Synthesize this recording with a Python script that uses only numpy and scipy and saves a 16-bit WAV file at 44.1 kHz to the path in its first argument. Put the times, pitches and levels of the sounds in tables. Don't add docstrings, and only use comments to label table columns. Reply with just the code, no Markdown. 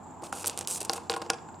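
import sys
import numpy as np
from scipy import signal
from scipy.fft import rfft, irfft, next_fast_len
from scipy.io import wavfile

SR = 44100
rng = np.random.default_rng(int(sys.argv[2]) if len(sys.argv) > 2 else 0)


def generate_wav(sig):
    pcm = np.round(np.clip(np.atleast_2d(sig).T, -1, 1) * 32767).astype(np.int16)
    wavfile.write(sys.argv[1], SR, pcm)


N = 70560
T = np.arange(N) / SR


def from_db(db):
    return 10 ** (np.asarray(db) / 20)


def rms_one(x):
    return x / np.sqrt(np.mean(x ** 2) + 1e-20)


def coloured(x, curve, hz=1):
    size = next_fast_len(N + SR // 4) * 2
    freqs, db = np.transpose(curve)
    bin_hz = np.arange(size // 2 + 1) * SR / size
    gain = rms_one(from_db(np.interp(np.log(bin_hz + 1), np.log(freqs * hz), db)))
    cepstrum = irfft(np.log(gain))
    cepstrum[1:size // 2] *= 2
    cepstrum[size // 2 + 1:] = 0
    return irfft(rfft(x, size) * np.exp(rfft(cepstrum)))[..., :N]


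def drift(hz):
    pole = np.exp(-2 * np.pi * hz / SR)
    return rms_one(signal.lfilter([1], [1, -2 * pole, pole * pole], rng.standard_normal(N + SR))[SR:])


def click(start):
    return 1.0 * (np.arange(N) == int(start * SR))


def burst(start, t60):
    decay = from_db(-60 * np.clip((T - start) / t60, 0, 2))
    return rms_one(rng.standard_normal(N) * (T >= start) * decay) / np.sqrt(N)


def stereo(mid, side, pan_db):
    return np.array([(mid + side) * from_db(pan_db), (mid - side) * from_db(-pan_db)])


def through(x, response):
    return signal.fftconvolve(x, response)[:N]


# frequency in Hz, gain in dB.
TRAFFIC_EQ = [(20, 0), (45, -11.5), (80, -6), (125, -5), (180, 1.5), (250, -1), (400, -4.5), (530, -9.5),
              (700, -3.5), (880, 1.5), (1100, -6), (1400, -15), (2000, -25.5), (4000, -34.5), (9000, -43),
              (12000, -47.5), (16000, -53)]


def traffic(level_db=-47, side_db=-7.5):
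    mid, side = from_db(level_db) * coloured(rng.standard_normal((2, N)), TRAFFIC_EQ)
    return stereo(mid, from_db(side_db) * side, pan_db=-0.6)


def hum(hz=91.9, level_db=-59.5, waver_db=3.5):
    level = np.sqrt(2) * from_db(level_db + waver_db * drift(hz=12))
    phase = 2 * np.pi * hz * T + 0.21 * drift(hz=5.6)
    return stereo(level * np.sin(phase), side=0, pan_db=-0.6)


# frequency in Hz, gain in dB.
INSECT_EQ = [(5000, -29), (6400, -8), (7100, 8.5), (7700, 9.5), (8400, -15), (10000, -26)]


def insects(level_db=-63.5, flutter_db=2.5, side_db=-4):
    level = from_db(level_db + flutter_db * drift(hz=30))
    mid, side = level * coloured(rng.standard_normal((2, N)), INSECT_EQ)
    return stereo(mid, from_db(side_db) * side, pan_db=0)


def grit(grains_per_s=9000, spread_db=4):
    sizes = from_db(spread_db * np.minimum(rng.exponential(1, N), 4)) * rng.choice([-1, 1], N)
    return rms_one(sizes * (rng.random(N) < grains_per_s / SR))


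# frequency in Hz, gain in dB.
HISS_EQ = [(60, -38.5), (300, -18), (2000, -28), (4500, -13.5), (6800, -6), (8600, -0.5), (10200, -7),
           (12000, -14.5), (13500, -18.5), (16000, -31)]
RASP_EQ = [(60, -35), (170, -1), (450, 10), (1100, 6), (1850, -5.5), (2600, 1), (4700, -6), (7000, -1.5),
           (14000, -51)]
TUBE_WALL_EQ = [(1200, -0.5), (1550, 0.5), (2000, -3.5), (2400, -0.5), (2750, 2), (3250, -2.5), (3800, 1.5),
                (4800, 3.5), (6200, -1), (7800, -0.5), (9500, 4), (14000, 0.5)]
# start and length in seconds, hiss and rasp levels in dB,
# drop over the stroke in dB (negative swells).
SKID_STROKES = [(0.219, 0.016, -59, -59.5, 0), (0.233, .036, -52.5, -47.5, -2),
                (0.269, 0.041, -55, -83, 8.5), (0.324, 0.026, -42, -38.5, 9),
                (.35, 0.083, -44, -47.5, -2.5), (0.442, 0.023, -40, -37, 12), (0.466, .004, -34, -45, -1.5),
                (0.4696, 0.0026, -23.5, -35, 3), (0.48, 0.002, -28, -42, 10), (0.485, 0.048, -65, -41, 10),
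                (0.528, 0.058, -55.5, -45.5, 11.5), (0.577, .026, -42, -36.5, 8.5),
                (.610, 0.021, -52, -48, 0), (0.679, 0.036, -33, -40.5, 1), (0.709, 0.063, -32, -46, 5),
                (0.772, 0.009, -34.5, -42.5, 1.5), (0.789, 0.18, -61, -50, 3.5),
                (0.8032, 0.005, -34.5, -43, -1), (0.812, 0.0078, -32.5, -34, 6),
                (0.848, 0.0069, -37, -39.5, 1), (0.894, 0.02, -39, -58, 8),
                (.932, 0.0037, -34.5, -33.5, -2), (0.941, .01, -45, -49, 2), (.955, 0.013, -41.5, -41, 2),
                (.971, 0.011, -48.5, -45, 3), (0.979, 0.1, -66, -56.5, 4.5),
                (1.096, 0.021, -42.5, -39.5, -1), (1.138, 0.01, -46, -38.5, 3),
                (1.163, 0.017, -46, -48, 4.5), (1.216, 0.069, -60, -47, 14)]


def skids(attack_s=0.00078, release_s=0.0032, judder_db=2):
    hiss_level, rasp_level = 0, 0
    for start, length, hiss_db, rasp_db, drop_db in SKID_STROKES:
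        attack = np.clip((T - start) / attack_s, 0, 1)
        release = np.exp(-np.clip((T - start - length) / release_s, 0, 20))
        stroke = attack * release * from_db(-drop_db * np.clip((T - start) / length, 0, 1))
        hiss_level = np.hypot(hiss_level, from_db(hiss_db) * stroke)
        rasp_level = np.hypot(rasp_level, from_db(rasp_db) * stroke)
    judder = rms_one(from_db(judder_db * drift(hz=133)))
    hiss = coloured(grit() * judder * hiss_level, HISS_EQ)
    rasp = coloured(grit() * judder * rasp_level, RASP_EQ)
    return hiss + coloured(rasp, TUBE_WALL_EQ)


# multiple of the crack's pitch, gain in dB.
CRACK_EQ = [(.012, -26.5), (.04, -5.5), (.2, -1.5), (.4, -3), (.7, -1.5), (1, 3), (1.25, -2), (1.5, -9),
            (1.85, -7), (2.3, -16), (3, -43)]
# frequency in Hz, level in dB, seconds to fall 60 dB.
TUBE_MODES = [(342, -16.5, .16), (440, -11, 0.053), (473, -3.5, 0.057), (612, -14, 0.076), (780, -1, 0.052),
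              (994, -9.5, 0.071), (1069, -8.5, 0.076), (1440, -7.5, 0.044), (1630, -11, 0.019),
              (2174, -15, 0.032), (2740, -15, .022)]
# start in seconds, ring level in dB, ring tilt in dB per octave,
# favoured pitch in Hz, crack level in dB, crack pitch in Hz.
LANDINGS = [(.2240, -46, -11, 340, -41, 6000), (0.444, -39.5, -1.5, 470, -14.5, 4250),
            (0.5758, -42.5, 2, 474, -16.5, 3120), (0.6106, -43, 3, 340, -16, 2440),
            (0.8964, -23.5, 0, 2740, -3.5, 4830), (0.9337, -43, -6, 468, -15, 6900),
            (0.9785, -35.5, 2.5, 1000, -23.5, 6500), (1.0979, -24, 1, 454, -2, 3850),
            (1.1207, -33.5, 2, 1066, -14, 2800), (1.139, -32, -2, 1440, -12.5, 3390),
            (1.1641, -27, -0.5, 1080, -23, 4960), (1.2178, -33, -3.5, 440, -26, 5850),
            (1.221, -31, 0.5, 470, -18, 4840), (1.2978, -34, 11.5, 760, -36, 4630),
            (1.3020, -23, -0.5, 1650, 2, 5100), (1.2640, -42, -4, 470, -35, 5040),
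            (1.386, -50.5, 5, 2100, -28, 2920), (1.488, -47, 1, 1440, -42, 4200),
            (1.544, -50.5, 0, 770, -43, 4170)]


def knocks(rock_s=0.00031, favour_db=7, favour_octaves=0.25, spread_db=0.7):
    cracks = 0
    for start, _, _, _, db, hz in LANDINGS:
        touch = from_db(-4.5) * burst(start - rock_s, t60=.002)
        gritty_tail = from_db(-7.5) * burst(start, t60=0.022)
        cracks += from_db(db) * coloured(click(start) + touch + gritty_tail, CRACK_EQ, hz)
    clacks = coloured(cracks, TUBE_WALL_EQ)
    pivot_hz = np.exp(np.mean(np.log(np.array(TUBE_MODES)[:, 0])))
    for k, (hz, mode_db, t60) in enumerate(TUBE_MODES):
        blows = 0
        for start, ring_db, tilt, favoured_hz, _, _ in LANDINGS:
            boost_db = favour_db * np.exp(-(np.log2(hz / favoured_hz) / favour_octaves) ** 2)
            blow_db = ring_db + tilt * np.log2(hz / pivot_hz) + boost_db + rng.normal(0, spread_db)
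            blows += from_db(blow_db) * click(start)
        radius, angle = from_db(-60 / (t60 * SR)), 2 * np.pi * hz / SR
        ring = signal.lfilter([.5, 0, -.5], [1, -2 * radius * np.cos(angle), radius ** 2], blows + 1e-18)
        clacks += (-1) ** k * from_db(mode_db) * ring
    return clacks


# multiple of the pat's pitch, gain in dB.
PAT_EQ = [(.05, -33), (.15, -28), (.42, -13), (.58, 9), (.75, -5), (1, 6), (1.2, -7.5), (1.7, -22),
          (5, -50)]
# start in seconds, level in dB, pitch in Hz.
FOOTFALLS = [(0.234, -13.5, 1100), (.3272, -4.5, 1380), (0.445, -11, 1425)]


def pats():
    return sum(from_db(db) * coloured(click(start), PAT_EQ, hz) for start, db, hz in FOOTFALLS)


# multiple of the tick's pitch, gain in dB.
TICK_EQ = [(.008, -30.5), (.04, -9.5), (.12, -31), (.22, -20.5), (0.331, -11.5), (.7, -11), (1, -3.5),
           (1.25, -5), (1.5, -19.5), (2, -30)]
# start in seconds, level in dB, pitch in Hz.
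GRAIN_SNAPS = [(.2392, -22.5, 7400), (0.3271, -16.5, 7900), (0.4513, -18, 8000), (0.46, -8, 7500),
               (.4742, -4.5, 9600), (0.48, -8.5, 9500), (0.4971, -7.5, 6900), (.5757, -9, 8400),
               (0.5854, -18, 6900), (.5900, -11, 8370), (0.6106, -11, 6800), (0.6492, -23.5, 4940),
               (0.6743, -5.5, 8300), (.7598, -12.5, 7260), (0.8299, -17, 8400), (0.8501, -16.5, 8600),
               (.9125, -23, 6040), (.9185, -21, 8460), (1.1289, -21, 7000), (1.3003, -19, 7050)]


def ticks():
    snaps = 0
    for start, db, hz in GRAIN_SNAPS:
        crumble = from_db(-3.5) * burst(start, t60=0.014)
        snaps += from_db(db) * coloured(click(start) + crumble, TICK_EQ, hz)
    return snaps


def yard_tail(split_hz=6400):
    low = signal.sosfilt(signal.butter(2, split_hz, fs=SR, output="sos"), burst(.005, t60=.45))
    high = signal.sosfilt(signal.butter(2, split_hz, "high", fs=SR, output="sos"), burst(.005, t60=.29))
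    return low + high


# frequency in Hz, gain in dB.
ECHO_EQ = [(200, 1.5), (1300, 2), (2800, 2), (5000, -1), (9000, -6.5), (15000, -8)]
YARD_EQ = [(200, 3), (1200, 3), (2600, -2), (5500, -7.5), (9000, -4.5), (15000, -22)]
WIDTH_EQ = [(200, 1), (1000, -1.5), (2500, -11), (5000, -15), (8500, 4), (14000, 0.5)]
# delay in seconds, level in dB, seconds for its smear to fall 60 dB.
WALL_ECHOES = [(0.0315, -19.5, 0.019), (0.0391, -25.5, .02)]


def driveway(direct, send_db=-20, width_db=-18):
    reflections = sum(from_db(db) * burst(delay, t60) for delay, db, t60 in WALL_ECHOES)
    echoes = through(coloured(direct, ECHO_EQ), reflections)
    send = from_db(send_db) * coloured(direct, YARD_EQ)
    mid = direct + echoes + through(send, yard_tail())
    spread = from_db(width_db) * through(coloured(direct, WIDTH_EQ), burst(0, t60=0.013))
    side = spread + .5 * through(send, yard_tail())
    return stereo(mid, side, pan_db=-0.42)


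def scene():
    return driveway(knocks() + ticks() + skids() + pats()) + traffic() + hum() + insects()


def record(dry, low_cut_hz=58, high_cut_hz=15900):
    thin = signal.sosfilt(signal.butter(2, low_cut_hz, "high", fs=SR, output="sos"), dry)
    return signal.sosfilt(signal.ellip(10, .2, 70, high_cut_hz, fs=SR, output="sos"), thin)


dry = scene()
out = record(dry)
generate_wav(out)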